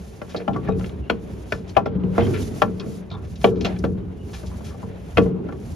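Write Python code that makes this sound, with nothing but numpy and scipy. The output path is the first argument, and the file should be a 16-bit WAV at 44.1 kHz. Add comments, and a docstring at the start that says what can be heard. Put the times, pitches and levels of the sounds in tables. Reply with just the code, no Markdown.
"""Knocks of a heavy cast gear pump, rocked loose inside a steel housing in a workshop: damped modes of
casting and housing ring, under cracks of dying noise. Friction noise and grit make the scuffs, wavering
sines the rubber squeaks, coloured noise the rubbing gloves, the dragging casting, the housing's drone
and a low rumble that swells with some of the knocks. The hall adds a noise tail; two close microphone
ports differ in phase."""
import sys
import numpy as np
from scipy import signal
from scipy.fft import rfft, irfft, next_fast_len
from scipy.io import wavfile
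from scipy.ndimage import uniform_filter1d

SR = 44100
rng = np.random.default_rng(int(sys.argv[2]) if len(sys.argv) > 2 else 0)


def int16_out(signal):
    """Quantize to a 16-bit WAV file."""
    q = np.round(np.clip(np.atleast_2d(signal).T, -1, 1) * 32767)
    wavfile.write(sys.argv[1], SR, q.astype(np.int16))


N = 253575

# Knocks. Each row: main touch in seconds, boom dB at 150 Hz, wall dB at 450 Hz, clunk dB at 750 Hz,
# ring dB at 1.5 kHz, clank dB at 2.8 kHz, favoured low mode in Hz, favoured high mode in Hz,
# left-right lean in dB, then any further raised or lowered modes as (Hz, dB).
KNOCKS = [(0.216, -35, -33, -37, -34, -44.5, 587, 1140, 4, (1356, 6), (599, 4)),
          (0.345, -29, -21, -24.5, -37.5, -39, 780, 1050, -4, (599, 4)),
          (0.401, -52, -30, -35, -40, -47, 540, 2512, -2),
          (.478, -17, -29, -12, -31, -35, 680, 1356, 11, (792, 7), (872, 8), (1742, 6), (3050, 6)),
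          (.545, -36, -38, -29, -40, -47, 655, 1093, 8),
          (0.561, -29, -35, -31, -31, -48, 444, 1140, 3, (1138, 13), (998, -8), (1465, -6)),
          (0.685, -20, -17.5, -22, -30, -50, 790, 1150, 8, (444, 8), (680, 6), (599, -8), (872, 5)),
          (0.795, -45, -31, -38, -42, -57, 525, 956, 14),
          (.81, -32, -38.5, -60, -42, -48, 674, 1356, 16, (2775, 8)),
          (0.843, -41, -38, -55, -38, -37.5, 546, 2775, 4, (1356, 6), (1742, 6), (4240, 8), (3050, -8)),
          (1.099, -27, -18, -20, -21, -20.5, 607, 1470, 7.5, (1465, 8), (2085, -8), (2290, 5), (4240, 12),
          (4920, 6), (3768, -8), (792, -14), (1356, -8), (1138, -4), (860, 8), (1600, 6), (1742, -8),
          (2450, 8), (3050, 3), (3250, 6)),
          (1.522, -29.5, -22.5, -31.5, -18, -27, 603, 1460, 2.5, (1620, 8), (1465, 4), (1742, 8), (2450, 9),
          (1050, -6), (2085, -6), (2512, -6), (3250, 5)),
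          (1.767, -19, -21, -5, -23.5, -19, 675, 998, 11.5, (792, 6), (1138, 8), (1356, 6), (880, 5),
          (1742, 6), (2450, 8), (3050, 6), (2085, -8)), (1.775, -40, -24, -12, -30, -34, 675, 1742, 8),
          (1.788, -40, -28, -26, -33, -50, 792, 880, 4, (1138, 6)),
          (1.859, -19.5, -19.5, -22, -30, -41, 790, 1142, 1, (1138, -6), (1356, 4), (2512, -6)),
          (1.951, -19.5, -27, -54, -48, -58, 570, 1050, -2),
          (2.035, -16.5, -31, -34, -48, -44, 513, 1136, 1),
          (2.179, -13, -17, -13, -22, -31, 680, 1030, -3, (467, 8), (220, 6), (379, -14), (1138, 5),
          (2085, 4)), (2.208, -20, -29.5, -45, -30, -35, 544, 1465, 12),
          (2.267, -27, -48, -39, -34, -43, 526, 1480, 6),
          (2.619, -20, -17.5, -11, -14, -20.5, 590, 1365, 9, (1356, 1), (379, -7), (792, 9), (1720, 5),
          (2290, 7), (2780, 8), (3290, 5), (2085, -8), (680, -10)),
          (2.678, -45, -45, -50, -43, -58, 680, 1356, 5), (2.797, -27, -43, -48, -61, -43, 600, 2512, 3),
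          (2.861, -27, -29, -46.5, -51, -52, 680, 1340, 5),
          (3.112, -27.5, -43, -47, -51, -56, 680, 1356, -5),
          (3.443, -14.5, -7, -10.5, -18, -15, 680, 1145, 4, (998, 10), (2450, 6), (3265, 9), (792, 9),
          (467, 4), (2290, 6), (1535, 4), (2085, -6), (3768, 5), (4240, 3)),
          (3.61, -37, -56, -41, -47, -43, 680, 4240, -4, (2085, -8), (3768, 6), (6150, 8), (5146, 5)),
          (3.647, -25, -26, -30, -32, -20, 680, 3950, -4, (2085, -10), (2512, -5), (3050, -5), (3768, 10),
          (4240, 12), (5146, 12), (6150, 14), (7060, 12)),
          (3.654, -40, -40, -32, -28, -25, 792, 2775, -2, (2085, -10), (3413, 6), (3768, 8), (1465, 6)),
          (3.666, -40, -30, -30, -35, -36, 792, 1535, 0, (3768, 8), (5146, 8)),
          (3.839, -18, -19, -23, -26, -35, 544, 1330, 5.5, (444, -10), (830, 8), (2700, 6), (1465, -8),
          (2450, -8)), (4.433, -30, -43, -39, -47, -58, 600, 1535, 8),
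          (4.606, -27, -46, -39, -51, -62, 613, 1000, 10), (4.743, -40, -42, -40, -50, -66, 792, 1138, 6),
          (4.829, -27, -35, -33, -45, -66, 550, 1000, 4, (998, 6), (1356, 4)),
          (5.172, -27, -18, -18, -19, -19, 700, 2520, 12, (1600, 8), (2450, 6), (2620, 8), (379, 8),
          (3768, 10), (4920, 8), (5600, 6)), (5.18, -14.5, -7.5, -13, -19, -18.5, 680, 1137, 2, (1010, 10),
          (1138, -2), (1610, 6), (2775, 6), (792, -6), (880, 6), (2620, 9), (3250, 7)),
          (5.259, -29, -30, -30, -40, -48.5, 590, 1000, 15),
          (5.388, -33, -38, -68, -55, -57, 520, 1350, 12), (5.487, -40, -38, -37, -43, -51, 792, 1356, 15),
          (5.523, -40, -49, -35, -40.5, -46.5, 544, 1170, 0)]
# Modes of casting and housing. Each row: frequency in Hz, level in dB, free t60 in seconds, left-right in dB.
BODY_MODES = [(71.6, -16, 0.4, 3.5), (97.95, -6.5, 0.96, -13.5), (130.7, 2, 0.22, 0), (183.5, 7.5, 0.5, 8),
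              (220, 0, .55, -12), (298.2, -1, 0.17, -10), (378.6, -6, 0.49, 7), (444.4, -1, 0.5, 8),
              (467, 4, 0.23, -2.5), (544, 2.5, 0.018, -23), (599, 4, 0.07, 13.5), (679.6, 2, 0.088, 4),
              (792, -2.5, 0.095, 10), (872, -6, 0.05, 3), (998, -5, 0.089, 8), (1050, -3, .06, 0),
              (1138, -1, 0.12, 2), (1356, 2, 0.098, -6.5), (1465, -6, .05, 5), (1535, 0, 0.03, 5),
              (1610, -6, .04, 5), (1742, -6, 0.096, 7), (2085, 4.5, 0.02, -23), (2290, -1, .05, 0),
              (2376, -11.5, 0.08, -6), (2450, -1, .04, 5), (2512, 2, 0.053, -5.5), (2620, -2, 0.041, -8),
              (2775, -1, 0.04, 5), (3050, 2, 0.032, 18.5), (3265, -5, 0.05, -11.5), (3413, -10, .05, 3),
              (3768, -10, .05, 3), (3950, -8, 0.02, 0), (4240, -5.5, 0.04, 6), (4920, -8, .03, 3),
              (5146, -10, .05, 3), (5600, -8, 0.03, 0), (6150, -8, 0.035, 0), (7060, -10, .03, 0)]
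# Share of a knock's lean that reaches each frequency. Each row: Hz, share.
LEAN_SHARE = [(70, .05), (200, 0.15), (450, 0.36), (700, 0.54), (1500, 0.43), (4000, 0.34), (7500, 0.42)]
# Dense modes heard as dying noise. Each row: Hz, t60 in seconds.
CRACK_T60_S = [(100, 0.13), (300, 0.063), (700, 0.13), (2500, .035), (11000, 0.07)]
# That noise against the knock's colour. Each row: Hz, dB.
CRACK_DB = [(150, -14.5), (300, 1), (450, -3.5), (700, -11), (1500, -9), (2000, -9), (3000, -7), (5000, -6),
            (11000, -6)]
# Scuffs, the part or a glove slipping a little. Each row: start in seconds, length in ms (to -20 dB),
# level in dB ahead of the low-pass, centre in Hz, width in octaves.
SCUFFS = [(.29, 112, -47, 2960, 2.4), (.345, 69, -43, 2100, 0.62), (.362, 30, -35.5, 3950, 0.55),
          (.399, 45, -46, 2000, 1.1), (.53, 40, -49, 2800, .9), (.635, 60, -46, 1500, 1.2),
          (.674, 25, -40, 1800, .6), (.795, 12, -46, 2500, 2.5), (.893, 15, -47, 2500, 1.2),
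          (.86, 19, -43, 6030, 2.4), (1.50, 136, -49, 5860, 1.7), (1.675, 60, -53, 4500, 1.6),
          (1.692, 14, -46, 4200, 1.4), (1.75, 18, -47, 2200, .8), (1.856, 38, -42, 2800, 0.7),
          (1.856, 20, -47, 5000, .3), (2.14, 130, -45, 1450, 0.45), (2.18, 45, -36, 2050, 0.3),
          (2.268, 20, -41, 2500, 1.6), (2.335, 77, -33.5, 1990, 1.1), (2.796, 26, -37, 3600, 1),
          (2.80, 73, -42.5, 1230, 0.78), (3.102, 15, -47, 3000, 1.2), (3.112, 40, -39.5, 3760, 0.4),
          (3.11, 96, -38.5, 1020, 0.83), (3.24, 77, -55, 3000, 3.5), (3.355, 31, -46.5, 3950, 1.3),
          (3.47, 30, -40, 2800, .8), (3.405, 170, -46.5, 4720, 3.5), (3.555, 50, -52, 3200, 1.5),
          (3.606, 45, -39, 3600, 1.4), (3.649, 40, -30, 3600, 1.3), (3.76, 25, -46, 2000, 1.2),
          (3.845, 25, -40, 2500, 1.5), (3.788, 14, -39, 6500, 0.95), (4.33, 84, -40.5, 2920, 3.7),
          (4.46, 41, -47.5, 5000, 1.3), (4.51, 70, -48, 1000, .7), (4.64, 118, -45.5, 4350, 2.9),
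          (4.70, 57, -50, 1500, 0.95), (5.215, 42, -47, 2800, 4.2), (5.488, 35, -40.5, 1370, 0.46)]
# Scuff hiss before its band-pass. Each row: Hz, dB per Hz.
FLAT_COLOUR = [(20, 0), (20000, 0)]
# Rubber on oily steel. Each row: start in seconds, level in dB before flicker, mean pitch in Hz, length in ms.
SQUEAKS = [(1.025, -53, 2800, 65), (2.22, -36, 3150, 40), (2.224, -50, 5600, 35), (2.335, -45, 3550, 18),
           (2.415, -50, 3600, 35), (.695, -52, 3800, 35), (.70, -50, 2500, 40), (1.696, -49, 4500, 20),
           (2.8, -47, 2500, 38), (3.118, -48, 3600, 45), (3.575, -55, 2400, 35), (4.188, -54, 2880, 65)]
# Gloves rubbing on the metal. Each row: time in seconds, level in dB.
RUB_LEVEL_DB = [(0, -54), (.2, -58), (.35, -55), (.46, -62.5), (.74, -66), (.8, -54), (.88, -53),
                (.93, -66), (1.1, -65), (1.3, -56), (1.55, -58), (1.62, -68), (1.7, -57), (1.8, -68),
                (1.95, -82), (2.16, -50), (2.44, -39), (2.51, -50), (2.59, -46), (2.68, -58), (2.77, -58),
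                (2.93, -50), (2.98, -53), (3.03, -68), (3.2, -66), (3.3, -57), (3.4, -55), (3.46, -44),
                (3.5, -50), (3.54, -70), (3.6, -59), (3.76, -55.5), (3.9, -60), (4.0, -72), (4.2, -64),
                (4.4, -49), (4.55, -57), (4.68, -53), (4.82, -58), (4.95, -64.5), (5.12, -55), (5.26, -56),
                (5.33, -72), (5.49, -64), (5.65, -54)]
# Colour of the glove noise. Each row: Hz, relative dB per Hz.
RUB_COLOUR = [(700, -8), (2000, -7.5), (4000, -7), (6500, -5.5), (9000, -5.5), (12000, -14), (15700, -25)]
# The casting dragging on its seat. Each row: time in seconds, level in dB.
DRAG_LEVEL_DB = [(0, -48.5), (.6, -48), (.68, -36), (.78, -48), (2.1, -47), (2.2, -27.5), (2.4, -43.5),
                 (2.77, -47), (3.5, -52), (3.6, -50), (3.67, -31), (3.84, -50.5), (4.15, -50), (4.35, -47),
                 (5.75, -47.5)]
# Colour of the drag. Each row: Hz, relative dB per Hz.
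DRAG_COLOUR = [(250, 5.5), (600, 14), (1200, 0), (2500, -3.5), (3500, -9), (6000, -27), (10000, -37)]
# Colour of the housing's drone. Each row: Hz, relative dB per Hz.
DRONE_COLOUR = [(76, -57.5), (130, -1.5), (326, -5.5), (352, -6), (427, -3.5), (480, -12.5), (603, -21),
                (693, -27.5), (1200, -32), (1560, -35), (2640, -120)]
# Low rumble that swells with some of the knocks. Each row: time in seconds, level in dB.
RUMBLE_LEVEL_DB = [(0, -35.5), (.27, -41.5), (.55, -48), (.69, -25), (.86, -32), (1.44, -35), (1.84, -37),
                   (2.22, -28), (2.47, -30.5), (3.0, -39), (3.14, -32), (3.7, -33), (3.83, -28.5),
                   (3.87, -25.5), (4.05, -33.5), (4.7, -33), (4.95, -39), (5.13, -38), (5.19, -17.5),
                   (5.35, -37.5), (5.75, -32.5)]
# Colour of the rumble. Each row: Hz, relative dB per Hz.
RUMBLE_COLOUR = [(15, -61), (25, -8), (53, -8), (64, 3.5), (124, -6), (178, -6), (199, -12.5), (220, -6.5),
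                 (290, -49), (480, -120)]
# Decay of the hall. Each row: Hz, t60 in seconds.
HALL_T60_S = [(100, 0.84), (300, 0.81), (700, 0.19), (2000, 0.15), (6000, .12)]
# Strength of the hall's tail. Each row: Hz, dB.
HALL_DB = [(100, -4), (300, -5), (700, -23.5), (2000, -19.5), (6000, -12)]
# Correlation of noise between the ports. Each row: Hz, 0-1.
LIKENESS = [(30, .93), (80, 1), (200, 0.73), (660, 0.24), (1200, 0.2), (2200, 0.18), (4000, 0.71),
            (6800, 0.54), (7700, .999), (8900, 0.99), (9800, 0), (10800, .999), (12600, 0.8), (13300, 0.5),
            (14200, .999)]
# Phase lead of the left port. Each row: Hz, half turns.
PORT_LEAD = [(0, 0), (400, .15), (5000, .12), (6100, 0), (7050, -.45), (7700, -1), (8900, -1), (10800, -2),
             (12600, -2), (14200, -3), (22050, -3)]

THUD_DB = -1.5   # at 290 Hz, against the mean of boom and wall
EDGE_DB, TICK_DB = -17.5, -27   # at 5.5 and 11 kHz, against the stronger of ring and clank
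FAVOUR_OCTAVES = .034   # reach of the struck point's favour around a mode
CONTACT_MS, BOUNCE = 5.2, .12   # chatter time; spread of its touches against the main one
GRAZE_MS, GRAZE_DB = 2.85, -17.5   # lead of a light graze; its stronger touch against the main one
SWELL_MS_PER_DB = .08   # a duller knock is softer: swell per dB that the clank lies under wall or clunk
# while the parts press together the upper modes are damped, then a share rings on freely
PRESSED_ABOVE_HZ, PRESSED_T60_S, PRESSED_BOOST_DB, FREE_SHARE = 950, .04, 2.5, .45
SLIP_TOP_HZ, SCUFF_RISE_SHARE, GRIT_PER_S = 8000, .07, 800
SQUEAK_WOBBLE_SHARE, SQUEAK_FLICKER_DB, SQUEAK_FADE_MS = .024, 4.5, 8
DRONE_REST_DB, DRONE_PER_BOOM_DB, DRONE_PER_WALL_DB = -47.5, -9, -16.5
DRONE_RISE_S, DRONE_T60_S = 0.023, 1.45
SQUEEZE_ABOVE_DB, SQUEEZE_SHARE, SQUEEZE_ATTACK_S = -25, 0.12, 0.026
DETECTOR_FALL_DB_PER_S = 38
LOW_CUT_HZ, STOP_HZ = 40.7, 15950


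def amp(db):
    """Decibels to gain."""
    return 10 ** (np.asarray(db) / 20)


def in_time(rows):
    """A (seconds, value) curve, one value a sample."""
    s, value = np.transpose(rows)
    return np.interp(np.arange(N) / SR, s, value)


def at_hz(points, hz):
    """A spectrum read on a log-frequency axis."""
    point_hz, value = np.array(points).T
    return np.interp(np.log(hz), np.log(point_hz), value)


def unlike(hz):
    """Gain of the part that is each port's own."""
    return np.sqrt(1 - np.clip(at_hz(LIKENESS, hz), 0, 1))


def drift(corner_hz):
    """Slow chance of spread 1: noise through two equal poles, computed every 40 samples."""
    r = np.exp(-2 * np.pi * corner_hz * 40 / SR)
    slow = signal.lfilter([1], [1, -2 * r, r * r], rng.standard_normal(N // 40 + 2002))[2000:]
    return np.interp(np.arange(N) / 40, np.arange(len(slow)), slow / slow.std())


def bands(x):
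    """Overlapping half-octave bands of x, with their centres in Hz."""
    size = x.shape[-1]
    spectrum = rfft(x)
    octave = np.log2(np.arange(1, size // 2 + 2) * SR / size)
    for hz in 44 * 2 ** np.arange(0, 9, .5):
        weight = np.clip(1 - 2 * abs(octave - np.log2(hz)), 0, 1)
        yield hz, irfft(spectrum * weight, size)


def stereo_noise(colour, grain_db, flicker_db):
    """Grainy noise of a given colour, correlated between the ports by LIKENESS; rms 1."""
    size = next_fast_len(N)
    hz = np.arange(1, size // 2 + 2) * SR / size
    grains = amp(grain_db * np.minimum(rng.exponential(1, size), 5))
    mid, side = rfft(grains * rng.standard_normal((2, size))) * amp(at_hz(colour, hz))
    outside = (hz < colour[0][0] / 2) | (hz > colour[-1][0] * 2)
    mid[outside] = 0
    side[mid == 0] = 0
    alike = np.clip(at_hz(LIKENESS, hz), 0, 1)
    ports = np.sqrt(1 + alike) * mid + np.sqrt(1 - alike) * side * [[1], [-1]]
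    out = irfft(ports, size)[:, :N] * amp(flicker_db * drift(17.8))
    return out / out.std()


def swell(t, hz, rise_cycles=0.53):
    """A heavy contact is not instant: the onset takes a share of a cycle."""
    return 1 - np.exp(-(t * hz / rise_cycles) ** 2)


def mode_rings(t):
    """Complex decaying sines of all modes, the upper ones damped at first by the pressed contact."""
    hz, _, t60, _ = np.transpose(BODY_MODES)[:, :, None]
    rings = np.exp(2j * np.pi * hz * t) * amp(-60 * t / t60) * swell(t, hz)
    pressed = FREE_SHARE + (1 - FREE_SHARE) * amp(-60 * t / PRESSED_T60_S)
    rings[hz[:, 0] > PRESSED_ABOVE_HZ] *= amp(PRESSED_BOOST_DB) * pressed
    return rings


def contact():
    """Pulses of one knock at unit energy: two grazes, the main touch, six chance bounces; and the lead."""
    touches = np.zeros(int(CONTACT_MS * SR / 1000) + 2)
    later = abs(np.sin(9 * rng.standard_normal(6))) * (len(touches) - 1)
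    touches[later.astype(int)] = BOUNCE * rng.standard_normal(6)
    touches[0] = 1
    graze = np.zeros(round(GRAZE_MS * SR / 1000))
    graze[[0, len(graze) // 2]] = amp(GRAZE_DB) * np.array([.5, 1])
    touches = np.concatenate([graze, touches])
    return touches / np.linalg.norm(touches), len(graze)


def knocks(modes_db=-9, scatter_db=2.0, favour_db=10.5, turn_rad=0.47):
    """Each chattering contact excites the modes by its colour and struck point, with a crack of noise."""
    hz, mode_db, _, lean_db = np.transpose(BODY_MODES)
    t = np.arange(SR) / SR
    rings = mode_rings(t)
    short = t[:6000]
    noise = [(f, b / b.std()) for f, b in bands(rng.standard_normal((3, SR)))]
    sides = np.array([[1], [-1]])

    def favour(f):
        return np.exp(-(np.log2(hz / f) / FAVOUR_OCTAVES) ** 2)

    out = np.zeros((2, N + 2 * SR))
    for s, boom, wall, clunk, ring, clank, low_hz, high_hz, pan_db, *further in KNOCKS:
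        thud = (boom + wall) / 2 + THUD_DB
        edge, tick = max(ring, clank) + EDGE_DB, max(ring, clank) + TICK_DB
        colour = list(zip((150, 290, 450, 750, 1500, 2800, 5500, 11000),
                          (boom, thud, wall, clunk, ring, clank, edge, tick)))

        near = np.maximum(favour(low_hz), favour(high_hz))   # set by the point struck
        extra_db = sum(db * favour(f) for f, db in further)
        luck, turn_luck = rng.standard_normal((2, len(hz)))
        gain_db = at_hz(colour, hz) + mode_db + modes_db + extra_db + favour_db * near + scatter_db * luck
        side_db = (lean_db + pan_db * at_hz(LEAN_SHARE, hz)) / 2
        # each port hears another face
        turn = np.exp(1j * turn_rad * turn_luck * at_hz(LEAN_SHARE, hz) * sides)
        sound = ((np.sign(luck) * amp(gain_db + side_db * sides) * turn) @ rings).imag

        start = int(abs(np.sin(9 * rng.standard_normal())) * (SR - len(short)))
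        for f, band in noise:
            dying = band[:, start:start + len(short)] * amp(-60 * short / at_hz(CRACK_T60_S, f))
            crack = dying[0] + unlike(f) * dying[1:]
            crack_db = at_hz(colour, f) + at_hz(CRACK_DB, f) + pan_db * at_hz(LEAN_SHARE, f) / 2 * sides
            sound[:, :len(short)] += amp(crack_db) * swell(short, f) * crack

        swell_ms = SWELL_MS_PER_DB * max(max(wall, clunk) - clank, 1)
        sound = sound * (1 - np.exp(-1000 * t / swell_ms))
        touches, lead = contact()
        sound = signal.fftconvolve(sound, touches[None])
        at = round(s * SR) - lead
        out[:, at:at + sound.shape[1]] += sound
    return out[:, :N]


def slips(rows, friction, rise_share):
    """Short bursts of friction noise in one band each; they swell fast and fade."""
    out = np.zeros((2, N))
    for s, ms, level_db, hz, octaves in rows:
        at, size = round(s * SR), round(ms * SR / 1000)
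        share = np.arange(2 * size) / size
        shape = np.clip(share / rise_share, 0, 1) * np.exp(-2.3 * share ** 2)
        edges_hz = np.clip(hz * 2 ** (np.array([-.5, .5]) * octaves), 50, .45 * SR)
        band = signal.butter(2, edges_hz, "band", fs=SR, output="sos")
        burst = signal.sosfilt(band, friction[:, at:at + 2 * size])
        out[:, at:at + 2 * size] += amp(level_db) * shape * burst / burst.std()
    return signal.sosfilt(signal.butter(2, SLIP_TOP_HZ, fs=SR, output="sos"), out)


def scuffs(pan_db=2.5, ringing_db=-3.):
    """Friction hiss, and separate grains of grit that set the upper modes of the casting ringing."""
    t = np.arange(4096) / SR
    body = sum(np.sin(2 * np.pi * hz * t) * amp(-90 * t / t60) * (-1) ** k   # shorter than a free ring
               for k, (hz, _, t60, _) in enumerate(BODY_MODES) if hz > 500)
    hiss = stereo_noise(FLAT_COLOUR, grain_db=2.6, flicker_db=2.0)
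    caught = rng.random(N) < GRIT_PER_S / SR
    grains = caught * rng.standard_normal(N) * amp(2.2 * np.minimum(rng.exponential(1, N), 4))
    ringing = signal.fftconvolve(grains, body)[:N]
    grit = hiss + amp(ringing_db) * ringing / ringing.std()
    return slips(SCUFFS, grit, SCUFF_RISE_SHARE) * amp([[pan_db / 2], [-pan_db / 2]])


def squeaks():
    """Slips so regular that they whistle: sines, alike in both ports, wavering in pitch and level."""
    out, t = np.zeros(N), np.arange(N) / SR
    warped_s = np.cumsum(1 + SQUEAK_WOBBLE_SHARE * drift(200.)) / SR
    flicker = amp(SQUEAK_FLICKER_DB * (drift(150.) - 1))
    for s, level_db, hz, ms in SQUEAKS:
        to_edge_ms = np.minimum(t - s, s + ms / 1000 - t) * 1000
        shape = np.clip(to_edge_ms / SQUEAK_FADE_MS + .5, 0, 1)
        out += amp(level_db) * shape * np.sin(2 * np.pi * hz * warped_s)
    return out * flicker


def glove_rub():
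    """Rubber gloves on metal: broadband friction noise following the rub level."""
    return amp(in_time(RUB_LEVEL_DB)) * stereo_noise(RUB_COLOUR, grain_db=1.5, flicker_db=2.0)


def casting_drag():
    """The casting on its seat: duller friction noise following the drag level."""
    return amp(in_time(DRAG_LEVEL_DB)) * stereo_noise(DRAG_COLOUR, grain_db=1.5, flicker_db=2.0)


def hall(x):
    """The hall answers with a tail of noise, partly own in each port; the lows last longest."""
    t = np.arange(SR) / SR
    tail = 0
    for f, b in bands(rng.standard_normal((3, SR))):
        t60 = at_hz(HALL_T60_S, f)
        ports = b[0] + 1.37 * unlike(f) * b[1:]
        tail = tail + ports * amp(at_hz(HALL_DB, f) - 60 * t / t60) / np.sqrt(t60 * SR / 14)
    tail = tail * np.clip(t / 0.0093, 0, 1)   # builds up over the first reflections
    return signal.fftconvolve(x.mean(axis=0)[None], tail)[:, :N]


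def drone(patchy_db=3.0):
    """A steady drone of the housing that every knock stirs up for a while; each band wavers on its own."""
    power = amp(2 * DRONE_REST_DB) * np.ones(N)
    for s, boom_db, wall_db, *_ in KNOCKS:
        stir = amp(2 * (boom_db + DRONE_PER_BOOM_DB)) + amp(2 * (wall_db + DRONE_PER_WALL_DB))
        t = np.maximum(np.arange(N) / SR - s, 0)
        power = power + stir * amp(-120 * t / DRONE_T60_S) * (1 - np.exp(-t / DRONE_RISE_S))
    noise = stereo_noise(DRONE_COLOUR, grain_db=0.4, flicker_db=1.2)
    wavering = sum(band * amp(patchy_db * drift(6.0)) for hz, band in bands(noise) if hz < 4000)
    return np.sqrt(power) * wavering


def low_rumble():
    """Low rumble that swells with some of the knocks: bass noise following the rumble level."""
    return amp(in_time(RUMBLE_LEVEL_DB)) * stereo_noise(RUMBLE_COLOUR, grain_db=-1.05, flicker_db=2.4)


def gain_control(x):
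    """Level over the threshold is partly taken back, a little late, and released slowly."""
    level_db = 10 * np.log10(uniform_filter1d(np.mean(x ** 2, axis=0), size=441) + 1e-12)
    fall_db = DETECTOR_FALL_DB_PER_S * np.arange(N) / SR
    held_db = np.maximum.accumulate(level_db + fall_db) - fall_db
    over_db = np.maximum(held_db - SQUEEZE_ABOVE_DB, 0)
    r = np.exp(-1 / (SQUEEZE_ATTACK_S * SR))
    return x * amp(-SQUEEZE_SHARE * signal.lfilter([1 - r], [1, -r], over_db))


def scene():
    """Knocks, scuffs and squeaks with their hall tail, over rubbing, dragging and the low background."""
    hits = knocks() + scuffs() + squeaks()
    return hits + glove_rub() + casting_drag() + hall(hits) + drone() + low_rumble()


def record(dry):
    """Low cut, gain control, rounded peaks, phase between the ports, top cut."""
    dry = signal.sosfilt(signal.butter(5, LOW_CUT_HZ, "high", fs=SR, output="sos"), dry)
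    dry = gain_control(dry)
    left, right = dry / (1 + (abs(dry) / .95) ** 4) ** .25
    size = next_fast_len(N + 4096)
    lead = np.interp(np.arange(size // 2 + 1) * SR / size, *np.transpose(PORT_LEAD))
    right = irfft(rfft(right, size) * np.exp(-1j * np.pi * lead), size)[:N]
    return signal.sosfilt(signal.cheby2(12, 60, STOP_HZ, fs=SR, output="sos"), [left, right])


dry = scene()
out = record(dry)
int16_out(out)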